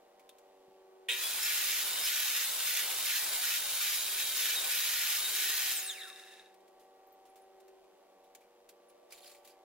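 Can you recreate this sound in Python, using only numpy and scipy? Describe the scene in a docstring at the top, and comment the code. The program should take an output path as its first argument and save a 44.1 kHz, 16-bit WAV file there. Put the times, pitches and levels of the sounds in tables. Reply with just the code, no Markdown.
"""On a driveway, a sliding miter saw starts with a clash of gears and nibbles through a clamped wood strip in ten bites.
Running free, its gears rattle as noise through blade resonances; in the wood they fall quieter and the strip rasps.
The brake whines down in falling tones, and the coasting blade rushes and rings from a tap each turn.
A mower drones far off in wavering partials; a shoe thumps, traffic whines and a bird ticks in short glides.
The strip knocks and slides along the fence as bursts of noise and ringing clicks, and a clamp squeaks."""
import sys
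import numpy as np
from scipy import signal
from scipy.fft import rfft, irfft, next_fast_len
from scipy.io import wavfile

SR = 44100
rng = np.random.default_rng(int(sys.argv[2]) if len(sys.argv) > 2 else 0)


def store_wav(level_fs):
    """Save 16-bit WAV to argv[1]."""
    pcm = np.round(np.clip(np.atleast_2d(level_fs), -1, 1) * 32767)
    wavfile.write(sys.argv[1], SR, pcm.T.astype(np.int16))


N = 425104
TIME = np.arange(N) / SR
SIZE = next_fast_len(N)
FREQS = np.maximum(np.arange(SIZE // 2 + 1) * SR / SIZE, 1)
CUTOFF_HZ = 15830
SWITCH_ON_S, SWITCH_OFF_S, STOP_S = 1.086, 5.715, 6.47
MAINS_PULSE_HZ = 120   # twice the mains frequency


def from_db(db):
    """Turn decibels into gain."""
    return np.exp(np.asarray(db) * (np.log(10) / 20))


def in_time(rows):
    """Read each column of a curve at every sample."""
    s, *columns = np.transpose(rows)
    return [np.interp(TIME, s, column) for column in columns]


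def at_hz(points):
    """Read a spectrum table at every frequency, along a logarithmic pitch scale."""
    hz, value = np.transpose(points)
    return np.interp(np.log(FREQS), np.log(hz), value)


def lift(modes, hz):
    """Power gain of a set of resonances: each raises the sound around its own pitch."""
    gain = 1
    for centre, width, db in modes:
        gain = gain + (from_db(db) ** 2 - 1) / (1 + (2 * (hz - centre) / width) ** 2)
    return gain


def drift(rate):
    """Slow chance: about `rate` random points a second, joined by lines."""
    knots = rng.standard_normal(4096)
    return np.interp(TIME * rate, np.arange(len(knots)), knots)


def step(at_s, rise_s):
    """A smooth change from 0 to 1."""
    return .5 + .5 * np.tanh((TIME - at_s) / rise_s)


def held(start_s, end_s, edge_s):
    """Attack, hold and release."""
    return step(start_s, edge_s) * (1 - step(end_s, edge_s))


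def since(at_s):
    """Seconds gone by since a moment, 0 before it."""
    return np.maximum(TIME - at_s, 0)


def phase_of(hz):
    """Running angle of a rotation, in radians."""
    return 2 * np.pi * np.cumsum(hz) / SR


def tone(angle, db):
    """A sine of a given rms level."""
    return np.sqrt(2) * from_db(db) * np.sin(angle)


def ring(clicks, hz, width):
    """A resonance: a unit click sets a sine of height about 1 ringing."""
    r, w = np.exp(-np.pi * width / SR), 2 * np.pi * hz / SR
    return signal.lfilter([0, np.sin(w)], [1, -2 * r * np.cos(w), r * r], clicks + 1e-18)


# How much of the sound comes straight to the microphones: pitch_hz, share (0 to 1)
DIRECT_SHARE = [(60, 0.95), (700, 1), (1400, 0.93), (3000, 0.7), (7000, 0.21), (15000, 0.48)]


def noise(spectrum, modes=(), lag=1.25, band=slice(None), nearness=0.94):
    """Stereo noise through a body: a direct part, `lag` samples later on the left, plus scattered sound."""
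    gain = from_db(at_hz(spectrum)) * np.sqrt(lift(modes, FREQS))
    share = np.clip(nearness * at_hz(DIRECT_SHARE), 0, 1)
    white = rfft(rng.standard_normal((3, SIZE)))
    delay = np.exp(-1j * np.pi * FREQS / SR * lag * np.array([[1], [-1]]))
    direct = np.sqrt(share) * white[0] * delay
    scattered = np.sqrt(1 - share) * white[1:]
    both = gain * (direct + scattered) * (FREQS < CUTOFF_HZ)
    # the mix of both sides gets rms 1 within the band
    power = np.sum(np.abs(both.mean(0)[band]) ** 2)
    return irfft(both, SIZE)[:, :N] * SIZE / np.sqrt(2 * power)


def placed(x, lag, scatter_db):
    """A tone arrives `lag` samples later on the left; part of its power comes as dying random echoes."""
    decay = np.exp(-TIME / 0.017)
    echoes = rng.standard_normal((2, N)) * decay / np.sqrt(np.sum(decay ** 2))
    direct = np.exp(-2j * np.pi * FREQS / SR * lag * np.array([[1], [0]]))
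    scatter = from_db(scatter_db)
    heard = rfft(x, SIZE) * (direct + scatter * rfft(echoes, SIZE))
    return irfft(heard, SIZE)[:, :N] / np.hypot(1, scatter)


# Pace of the far mower's blade: time_s, passes_per_s (wavers slightly more by chance)
MOWER_RATE = [(0, 96.3), (.7, 95), (1.2, 94.6), (2.7, 95.3), (3.9, 96), (4.5, 97.4), (5.4, 95.4), (6.2, 95),
              (7.3, 96), (8.0, 95.2), (9.2, 96.5), (9.64, 95.7)]
# Fourth partial, which swells and fades over the distance: time_s, level_db (the 16th follows it)
MOWER_FOURTH = [(0, -80), (.7, -64.5), (1.15, -59), (1.3, -73), (1.65, -65), (2.6, -76.5), (3.7, -80),
                (3.95, -69), (4.7, -65), (5.15, -76), (5.4, -63), (7.2, -72), (7.7, -60.5), (8.2, -79),
                (9.64, -76)]
# Eighth partial, likewise: time_s, level_db
MOWER_EIGHTH = [(0, -71), (1.3, -71.5), (5.2, -69), (5.9, -60.5), (6.6, -68.5), (7.4, -62.5), (8.0, -76),
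                (8.3, -66), (8.6, -79), (9.64, -67)]
# The other partials: multiple of the blade passes, middle level_db
MOWER_ORDERS = [(2, -89), (3, -87), (5, -71), (6, -72), (7, -79), (9, -77), (10, -87), (11, -86),
                (12, -80.5), (20, -90)]
# A second far hum: middle pitch_hz, middle level_db
FAR_HUM = [(237, -92.5), (356, -77.5), (609, -80)]
# Colour of the outdoor air: pitch_hz, relative level_db (per Hz)
AIR = [(30, -2), (110, -36), (180, -14), (300, -6), (450, 0.5), (800, 1), (1100, -8), (1500, -11.5),
       (3000, -13), (6000, -19), (12000, -23), (15500, -24)]


def mower():
    """Blade-pass partials fade in and out over the distance; the air chopped by the blade throbs with them."""
    angle = phase_of(in_time(MOWER_RATE)[0] * (1 + .001 * drift(12)))
    fourth_db, eighth_db = in_time(MOWER_FOURTH) + in_time(MOWER_EIGHTH)
    partials = [(4, fourth_db), (8, eighth_db), (16, fourth_db - 25)]
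    partials += [(k, db + 3 * drift(3.3)) for k, db in MOWER_ORDERS]
    drone = 0
    for k, db in partials:
        # many paths through the trees make the phase wander between the sides
        wander = .5 * drift(3) * np.array([[1], [-1]])
        drone = drone + tone(k * angle + rng.uniform(0, 2 * np.pi) + wander, db)
    drone = drone * (1 + 0.17 * np.cos(phase_of(27.5 + drift(5.3))))   # firing of the engine
    hum = 0
    for hz, db in FAR_HUM:
        hum = hum + tone(phase_of(hz * (1 + .002 * drift(4))), db + 3 * drift(2))
    throb = (1 + 0.14 * np.cos(angle)) * from_db(0.37 * drift(3.9))
    air = from_db(-68.0) * noise(AIR, lag=3.36, nearness=1) * throb
    later_on_left = np.array([np.roll(drone[0], 3), drone[1]])
    return later_on_left + hum + air


# Colour of wood on metal: pitch_hz, relative level_db (per Hz)
CONTACT = [(300, -18), (1400, -3), (2400, 3.5), (4500, 1.5), (7000, 1), (11000, 1.5), (15500, 1)]
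# Resonances of the fence: pitch_hz, width_hz, lift_db
FENCE_MODES = [(2360, 110, 3.3), (3220, 120, 1.3), (3740, 80, 2.3), (4290, 140, 1.5), (4870, 87, 1.9),
               (7200, 160, 2.6), (10420, 190, 2.2)]


def wood_on_metal():
    """Rough contact: noise coloured by the resonances of the fence."""
    return noise(CONTACT, FENCE_MODES, lag=1.0)


# Knocks of strip and clamps: start_s, peak level_db (8.5 dB is taken off all), decay_s,
# stressed pitch_hz, its lift_db
KNOCKS = [(0.194, -55, .009, 2300, 12), (0.291, -43, 0.0046, 3530, 14.5), (0.383, -53, 0.0078, 6900, 8),
          (6.5412, -55, .007, 3740, 2), (6.604, -62, .006, 3220, 8), (6.6784, -56.5, .007, 2360, 4),
          (6.795, -61, 0.045, 4800, 1), (7.2519, -60, 0.031, 4800, -1), (7.356, -56, 0.027, 3740, -2),
          (7.6011, -55, .0076, 4800, 2), (7.6799, -54, .0076, 2360, -1), (7.84, -62, .006, 2360, 13),
          (8.238, -63, .02, 3740, 8), (8.3491, -41, 0.0051, 6900, 9), (8.4058, -65, 0.035, 2360, 12),
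          (8.689, -45, 0.01, 3220, -1), (8.8967, -55, .007, 3740, 1), (9.1058, -55, .009, 4820, 15),
          (9.1217, -41, 0.0067, 2350, 11.5), (9.2305, -57, .006, 3730, 19), (9.2579, -54, .012, 4920, 17),
          (9.276, -57, .012, 4290, 14), (9.3138, -52, 0.0059, 4290, 14), (9.3462, -56, 0.0076, 2250, 15),
          (9.447, -52, .009, 3770, 5), (9.4739, -50, .007, 4240, 9)]
KNOCK_Q = 12   # sharpness of the stressed pitch


def knocks(contact):
    """Each knock is a short crunch of contact noise that stresses one pitch."""
    blows = np.zeros((2, N))
    for s, db, decay_s, hz, ring_db in KNOCKS:
        span = slice(round(s * SR), round(s * SR) + SR // 4)
        age = TIME[span] - TIME[span][0]
        attack = 1 - np.exp(-age / 0.0016)
        fading = np.exp(-age / decay_s) + 0.13 * np.exp(-age / 0.021)
        crunch = contact[:, span] * attack * fading
        stressed = signal.lfilter(*signal.iirpeak(hz, KNOCK_Q, fs=SR), crunch)
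        blows[:, span] += from_db(db - 8.5) * (crunch + (from_db(ring_db) - 1) * stressed)
    return blows


def footstep():
    """A shoe settles on the driveway: a dull thump of low noise that dies quickly."""
    age = since(0.68)
    thump = (1 - np.exp(-age / .003)) * np.exp(-age / .018)
    return from_db(-66) * thump * noise([(60, -11), (250, 0), (900, -25), (3000, -50)])


FULL_TURNS_PER_S, LEAP_SHARE, LEAP_S, CREEP_S = 377, .62, .009, .13
BRAKE_S, COAST_TURNS_PER_S = .1445, 13


def rotor_speed():
    """Turns per second: a leap and a creep up to full speed, then the brake pulls it down to a slow coast."""
    on = since(SWITCH_ON_S)
    leap_left = LEAP_SHARE * np.exp(-on / LEAP_S)
    creep_left = (1 - LEAP_SHARE) * np.exp(-on / CREEP_S)
    driven = FULL_TURNS_PER_S * (1 - leap_left - creep_left)
    return COAST_TURNS_PER_S + (driven - COAST_TURNS_PER_S) * np.exp(-since(SWITCH_OFF_S) / BRAKE_S)


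# Blade in the wood: start_s, end_s, rasp level_db of the strip (7 dB is taken off all)
BITES = [(1.217, 1.429, -48.5), (1.832, 2.05, -46.5), (2.445, 2.657, -47.5), (2.82, 3.043, -46),
         (3.207, 3.43, -46), (3.58, 3.804, -48), (3.965, 4.185, -51), (4.228, 4.356, -49.5),
         (4.554, 4.699, -44), (5.193, 5.34, -48.5)]


def in_wood():
    """One 0-to-1 curve for each bite of the blade."""
    return [held(start, end, 0.013) for start, end, _ in BITES]


# reference level of the saw, from which its layers are set
FREE_DB, LOAD_DROP_DB = -35.5, 3.5
CLASH_DB, CLASH_HOLD_S, CLASH_FALL_DB_PER_S = -30.0, 0.023, 170
BRAKE_DROP_DB, COAST_FALL_DB_PER_S = 11.5, 14.5


def saw_level(load):
    """Level in dB: a clash, a roar that dips whenever the gears are taut, and a fall after switch-off."""
    # the gears also stay taut from the start to the end of the first bite
    taut = np.maximum(load, 1 - step(BITES[0][1], .015))
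    off = since(SWITCH_OFF_S)
    braked = BRAKE_DROP_DB * (1 - np.exp(-off / BRAKE_S))
    roar = FREE_DB - LOAD_DROP_DB * taut - braked - COAST_FALL_DB_PER_S * off
    clash_db = CLASH_DB - CLASH_FALL_DB_PER_S * since(SWITCH_ON_S + CLASH_HOLD_S)
    return np.maximum(roar, clash_db)


def whirr(angle, order=4):
    """Fan blades and commutator repeat one irregular pattern each turn; the pattern slowly changes."""
    size, top = 2048, 42   # points in a turn, end of the partials
    out = 0
    for _ in range(order):
        partials = np.zeros(size // 2 + 1, complex)
        partials[6:top] = rng.standard_normal(top - 6) + 1j * rng.standard_normal(top - 6)
        turn = irfft(partials)
        place = (angle * size / (2 * np.pi)).astype(int) % size
        out = out + drift(7) * (turn / turn.std())[place]
    return out / np.sqrt(order)


# Buzz of the stalled motor: multiple of twice the mains frequency, level_db
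STALL_BUZZ = [(4, -56.5), (8, -58.5), (12, -55), (16, -50), (20, -46), (24, -50), (27, -51), (31, -43)]
# Steady motor tones: multiple of the rotor speed, middle level_db relative to the saw level
MOTOR_ORDERS = [(4, -24.5), (32, -18)]
# Armature slots whining under the brake: multiple of the slot rate, start_s, end_s,
# level_db at switch-off (before the housing), fall_db_per_s
BRAKE_WHINE = [(1, 5.72, 6.125, -47, 15), (2, 5.765, 6.045, -41.5, 53)]
# How well the motor housing radiates the whine: pitch_hz, gain_db
HOUSING = [(1100, -12), (1300, -9), (1550, -3.5), (2000, -1), (2500, 0), (3050, -3), (3700, 14),
           (4150, -0.5), (4600, -13), (5200, -5), (5900, -14), (6800, 7), (7500, 4), (8500, 14), (9600, 3),
           (11300, 2), (13500, -12), (15500, 6)]
# Fan whistle at ten times the rotor speed: time_s, middle level_db
FAN_WHISTLE = [(1.4, -59), (2.2, -49.5), (2.9, -55), (4.3, -47.5), (5.7, -50.5)]


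def motor_tones(angle, speed, saw_db, running):
    """A mains buzz at stall, steady orders at speed; the slot whine sweeps through the housing resonances."""
    mains = 2 * np.pi * MAINS_PULSE_HZ * TIME
    buzz = sum(tone(k * mains + 0.53 * drift(80), db) for k, db in STALL_BUZZ)
    buzz = buzz * (1 - step(1.18, 0.048))
    driven = running * (1 - step(SWITCH_OFF_S, .02))
    steady = driven * sum(tone(k * angle, saw_db + db + 2 * drift(5.98)) for k, db in MOTOR_ORDERS)
    steady = steady + running * from_db(saw_db - 11) * whirr(angle)
    # the slots also whine for a moment at the start
    surge = from_db(-50.0) * np.exp(-((TIME - 1.122) / 0.015) ** 2)
    slots = 32
    whine = 0
    for multiple, start, end, db, fall_db_per_s in BRAKE_WHINE:
        hz = multiple * slots * speed
        braking = from_db(db - fall_db_per_s * since(SWITCH_OFF_S)) * held(start, end, 0.0098)
        size = (braking + surge) * from_db(np.interp(hz, *np.transpose(HOUSING)))
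        note = tone(multiple * slots * angle + .8 * drift(600), 2.6 * drift(260))
        whine = whine + size * (hz < CUTOFF_HZ) * note
    whistle_db = in_time(FAN_WHISTLE)[0] + 2 * drift(20)
    whistle = driven * tone(10 * angle + .5 * drift(50), whistle_db)
    body = placed(buzz + steady + whine, lag=1.2, scatter_db=-4)
    return body + placed(whistle, lag=1.2, scatter_db=-12)


# Colour of the gears clashing at the start: pitch_hz, relative level_db (per Hz)
CLASH = [(200, -38), (520, -14), (900, -27), (1300, -26), (1800, -7.5), (2600, 4), (3800, 1.5), (4600, -22),
         (8000, -12), (15500, -22)]
# Resonances of blade and guard when rattled: pitch_hz, width_hz, lift_db
RATTLE_MODES = [(1423, 28, 12.5), (1700, 56, 6.5), (1850, 180, 9), (2370, 90, 0), (2640, 67, 5.5),
                (3480, 190, 3.5), (3690, 110, 1.5), (3920, 73, 3), (4170, 135, 5), (5160, 170, 5.5),
                (5970, 67, 2), (6620, 520, 4), (11300, 580, 3.5), (1188, 25, 14.5)]
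# Resonances of the coasting blade; the first also colours the clash: pitch_hz, width_hz, lift_db
BLADE_MODES = [(1730, 80, 7), (2710, 75, 14), (3740, 170, 10.5), (5060, 60, 8), (5290, 60, 8),
               (9750, 200, 5), (11700, 250, 8)]


def gear_clash(mids):
    """Gears clash as noise; the starting torque pulses at twice the mains frequency."""
    pulse = np.cos(2 * np.pi * MAINS_PULSE_HZ * TIME)
    return noise(CLASH, BLADE_MODES[:1] + RATTLE_MODES[2:7], band=mids) * (1 + 0.23 * pulse)


# Colour of the saw running free: pitch_hz, relative level_db (per Hz)
FREE = [(60, -25), (180, -35.5), (700, -16.5), (1050, -10.5), (1300, -11), (1600, -8), (2500, 3), (3800, 1),
        (4700, -0.5), (6800, -1), (8000, -2), (10300, -1.5), (11800, 1), (15500, 2)]


def gear_rattle(angle, mids):
    """Loose teeth knock unevenly, about once a turn, and set blade and guard ringing."""
    knocking = 1 + 0.076 * np.cos(angle + 0.64 * drift(200))
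    return noise(FREE, RATTLE_MODES, band=mids) * knocking * from_db(0.38 * drift(90))


# Colour of the saw in the wood: pitch_hz, relative level_db (per Hz)
BITING = [(60, -32.5), (180, -33), (700, -23.5), (1200, -11), (1700, -5), (3000, -1.5), (3800, 0),
          (4600, -2), (6000, -4.5), (7000, -2.5), (8000, -4), (10000, -1.5), (12000, -3), (15500, -0.5)]


def blade_biting(mids):
    """In the wood the saw is an uneven noise with a single rattle resonance."""
    return noise(BITING, RATTLE_MODES[6:7], band=mids) * from_db(0.62 * drift(120))


def strip_rasp(bites):
    """The strip is a dull soundboard for the teeth that tear it."""
    board = [(40, -32.0), (120, -20.5), (250, -10.5), (600, 1.0), (1000, 3.0), (1600, -1.5), (4000, -39)]
    wood = noise(board, nearness=0.13) * from_db(1.0 * drift(40))
    return wood * sum(bite * from_db(row[2] - 7.0) for bite, row in zip(bites, BITES))


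# Colour of the zing: pitch_hz, relative level_db (per Hz)
ZING = [(2000, -25), (4500, -8), (7000, -3), (12000, -1), (15500, -1)]
ZING_DB, ZING_S = -4.5, 0.052   # relative to the free rattle, decay


def exit_zing():
    """The teeth zing as the blade leaves the wood: a bright burst of noise that dies away."""
    bursts = sum(step(end, .006) * np.exp(-since(end) / ZING_S) for _, end, _ in BITES)
    return noise(ZING) * bursts * from_db(ZING_DB)


SHIMMER_WIDTH_HZ, SHIMMER_DB, SHIMMER_PER_S = 85, 2.2, 48


def shimmer(x, count=10):
    """The blade's crowded modes trade energy: narrow bands, dealt into groups, flare and fade on their own."""
    group = rng.integers(0, count, SR)[(FREQS / SHIMMER_WIDTH_HZ).astype(int)]
    spectrum = rfft(x, SIZE)
    gains = [from_db(SHIMMER_DB * drift(SHIMMER_PER_S)) for _ in range(count)]
    out = sum(gain * irfft(spectrum * (group == k), SIZE)[:, :N] for k, gain in enumerate(gains))
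    return out / np.sqrt(sum(gain ** 2 for gain in gains) / count)


# Echoes of the moving head: middle delay_s, change of delay_s, gain relative to the direct sound
HEAD_ECHOES = [(.0013, .00005, .22), (.0047, .00005, .3)]


def moving_head(x):
    """The head slides to and fro, so the echoes from table and truck comb the sound at shifting pitches."""
    out, power, samples = x.copy(), 1, np.arange(N)
    for delay_s, travel_s, size in HEAD_ECHOES:
        at = samples - SR * (delay_s + travel_s * drift(5))
        out += size * np.array([np.interp(np.round(at), samples, side) for side in x])
        power += size ** 2
    return out / np.sqrt(power)


# Tones of the blade plate: middle pitch_hz, level_db running free, level_db in the wood
# (3.5 dB is taken off both, and chance moves them)
BLADE_TONES = [(1498, -63, -68), (2397, -57, -65), (2874, -55, -64), (3265, -52.5, -59), (3980, -57, -56),
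               (5370, -59, -60), (7140, -59, -56), (8812, -61, -58), (11330, -55, -66), (12025, -49, -60),
               (12890, -56, -61), (13950, -55, -60), (14125, -55, -58), (14988, -56, -62)]
# Its loudest squeals, and brief flares of the fan whistle at ten times the rotor speed (the rows at 3400 to
# 3761 Hz): # middle time_s, pitch_hz, level_db, swell_s, glide_hz_per_s
SQUEALS = [(1.255, 3400, -42, .03, 1500), (1.32, 3505, -48, .045, 600), (1.44, 5340, -44, .03, 0),
           (1.45, 7130, -45, .03, 600), (2.05, 5196, -41, .03, 0), (2.65, 9532, -44, .03, 0),
           (3.825, 12891, -43, .025, 0), (4.0, 6750, -44, .03, -1200), (4.14, 9532, -43, .03, 0),
           (4.22, 3761, -42, .02, 0), (4.0, 3990, -45, .025, -1500), (4.58, 3761, -38, .03, -1100),
           (5.26, 3761, -43, .03, -900)]


def blade_song(running, load):
    """Plate modes of the blade swell and fade by chance, and squeal in short glides when the kerf rubs them;
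    the fan whistle flares and glides in the same way."""
    song = np.zeros(N)
    for hz, free_db, wood_db in BLADE_TONES:
        swell_db = 5.0 * np.minimum(drift(14), 1.5)
        level_db = free_db + load * (wood_db - free_db) - 3.5 + swell_db
        song += tone(phase_of(hz + 14 * drift(60) + 12 * drift(9)), level_db)
    song *= running
    waver = phase_of(10 * drift(82))
    for s, hz, db, swell_s, glide_hz_per_s in SQUEALS:
        near = np.abs(TIME - s) < 3 * swell_s
        t = TIME[near] - s
        glide = phase_of(hz + glide_hz_per_s * t)
        song[near] += tone(glide + waver[near], db) * np.exp(-(t / swell_s) ** 2)
    return placed(song, lag=1.2, scatter_db=-4)


# Colour of the coasting rush: pitch_hz, relative level_db (per Hz)
COASTING = [(400, -44), (1300, -12.5), (1800, -6), (2300, -11), (3100, -17), (3700, -10.5), (4500, -17.5),
            (6000, -17.5), (9800, -14), (13000, -22.5), (15500, -17)]
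# Blade modes that the taps ring: pitch_hz, width_hz, relative level_db
TAPPED_MODES = [(1725, 42, -5), (2710, 40, -9), (3760, 50, 0), (3640, 60, -7), (5270, 50, -18)]
RUSH_DB, RUSH_TREBLE_DB, RUSH_TREBLE_FALL_DB_PER_S, RUSH_SPLIT_HZ = -1.5, 9.5, 22.5, 6500
TAP_DB, TAP_SPREAD_DB = -3.5, 3.0


def coast(angle, mids):
    """A rush whose treble dies faster, and a tap of the slack gear each turn that makes the modes flutter."""
    rush = noise(COASTING, BLADE_MODES, band=mids) * from_db(RUSH_DB + 1.4 * drift(46))
    dull = signal.sosfilt(signal.butter(4, RUSH_SPLIT_HZ, fs=SR, output="sos"), rush)
    bright = signal.sosfilt(signal.butter(4, RUSH_SPLIT_HZ, "high", fs=SR, output="sos"), rush)
    treble_db = RUSH_TREBLE_DB - RUSH_TREBLE_FALL_DB_PER_S * since(SWITCH_OFF_S)
    rush = dull + bright * from_db(treble_db)
    taps = np.diff(angle // (2 * np.pi), prepend=0)   # 1 at each full turn
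    rings = 0
    for hz, width, db in TAPPED_MODES:
        strength = from_db(db + TAP_SPREAD_DB * rng.standard_normal(N))
        rings = rings + ring(np.gradient(taps * strength), hz, width)
    # rms 1 over the slow part of the coast
    slow = (TIME > BRAKE_WHINE[0][2]) & (TIME < STOP_S)
    rings = rings / np.sqrt(np.mean(rings[slow] ** 2)) * step(5.99, .04)
    return rush + from_db(TAP_DB) * placed(rings, lag=1.2, scatter_db=-8)


STOP_FADE_S = 0.082
GRIT_DB, GRIT_PER_S = 1.3, 520   # depth and pace of the gear teeth's grit


def saw():
    """Load takes up the slack in the gears, slows the motor and drives the strip."""
    bites = in_wood()
    load = np.clip(sum(bites), 0, 1)
    late_load = signal.lfilter([.0003], [1, .0003 - 1], load)   # the speed gives way gradually
    speed = rotor_speed() * (1 - .006 * late_load + .001 * drift(40))
    angle = phase_of(speed)
    saw_db = saw_level(load)
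    audible = step(SWITCH_ON_S, 0.00089) * (1 - step(STOP_S, STOP_FADE_S))
    starting, coasting = 1 - step(1.167, 0.038), step(5.84, 0.064)
    running = (1 - starting) * (1 - coasting)
    mids = (FREQS > 1400) & (FREQS < 6000)
    # square roots blend the noises by power
    gears = np.sqrt(1 - load) * gear_rattle(angle, mids) + np.sqrt(load) * blade_biting(mids)
    grit = from_db(GRIT_DB * drift(GRIT_PER_S))
    blade = np.sqrt(starting) * gear_clash(mids) + np.sqrt(running) * grit * (gears + exit_zing())
    roar = moving_head(shimmer(blade)) + np.sqrt(coasting) * coast(angle, mids)
    tones = motor_tones(angle, speed, saw_db, running) + blade_song(running, load)
    return audible * (from_db(saw_db - 1.85) * roar + tones) + strip_rasp(bites)


# Chips of a small bird high in the trees: middle time_s, start_hz, end_hz, level_db
CHIPS = [(7.073, 15450, 12500, -68), (7.127, 15500, 12500, -64), (7.3, 9600, 11600, -69),
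         (7.42, 9200, 11300, -68), (8.89, 12000, 9000, -66)]


def bird():
    """Each chip is one quick, thin glide that swells and fades."""
    out = np.zeros(N)
    part = np.linspace(0, 1, round(.016 * SR))
    for s, start_hz, end_hz, db in CHIPS:
        first = round(s * SR) - len(part) // 2
        glide = phase_of(start_hz + (end_hz - start_hz) * part)
        out[first:first + len(part)] += tone(glide, db) * np.sin(np.pi * part)
    return placed(out, lag=0, scatter_db=4)


# Far traffic gathering speed: time_s, middle pitch_hz, middle level_db
TRAFFIC_WHINE = [(8.6, 385, -90), (8.75, 435, -72), (8.9, 530, -76), (9.06, 650, -73), (9.21, 725, -71),
                 (9.36, 760, -72), (9.64, 775, -82)]


def traffic():
    """A faint, blurred whine climbs far away: a rising tone whose pitch and level waver."""
    hz, db = in_time(TRAFFIC_WHINE)
    whine = tone(phase_of(hz + 12 * drift(60)), db + 2 * drift(25))
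    return placed(whine * step(TRAFFIC_WHINE[0][0], .03), lag=3, scatter_db=-4)


# Pushes of the strip along the fence: start_s, end_s, level_db as it starts (grain moves it)
PUSHES = [(9.114, 9.22, -60), (9.232, 9.395, -61.5), (9.444, 9.534, -65)]
PUSH_EDGE_S, PUSH_FALL_DB_PER_S = 0.019, 42
CATCHES_PER_S, CATCH_DB = 480, 3   # pace, strength relative to the push


def strip_slide(contact):
    """Sliding is grainy contact noise and a run of small catches that set the metal ringing."""
    slide = 0
    for start, end, db in PUSHES:
        slide = slide + held(start, end, PUSH_EDGE_S) * from_db(db - PUSH_FALL_DB_PER_S * since(start))
    caught = rng.random(N) < CATCHES_PER_S / SR
    catches = slide * caught * from_db(CATCH_DB) * rng.standard_normal(N)
    dealt = rng.integers(0, len(FENCE_MODES), N)   # each catch rings one resonance
    rings = sum(ring(catches * (dealt == k), hz, width) for k, (hz, width, _) in enumerate(FENCE_MODES))
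    grain = from_db(3.6 * drift(260) - 2)
    return slide * grain * contact + placed(rings, lag=0, scatter_db=-2)


# Squeaks of a clamp on the fence: middle time_s, pitch_hz, level_db, swell_s
CLAMP_SQUEAKS = [(9.213, 7330, -70, .011), (9.28, 10300, -66, .007), (9.483, 10500, -70, .012)]


def squeaks():
    """Metal sticks for a moment and sings one thin note, a sine that swells and fades."""
    notes = 0
    for s, hz, db, swell_s in CLAMP_SQUEAKS:
        notes = notes + tone(2 * np.pi * hz * TIME, db) * np.exp(-((TIME - s) / swell_s) ** 2)
    return placed(notes, lag=0, scatter_db=-4)


def scene():
    """The far mower, strip and clamps, a footstep, the saw, a bird and traffic."""
    contact = wood_on_metal()
    handling = knocks(contact) + strip_slide(contact) + squeaks()
    return mower() + handling + footstep() + saw() + bird() + traffic()


def record(dry):
    """The deep bass rolls off and the top is cut steeply."""
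    passed = 1 / np.sqrt((1 + (FREQS / CUTOFF_HZ) ** 400) * (1 + (40 / FREQS) ** 4))
    return irfft(rfft(dry, SIZE) * passed, SIZE)[:, :N]


dry = scene()
out = record(dry)
store_wav(out)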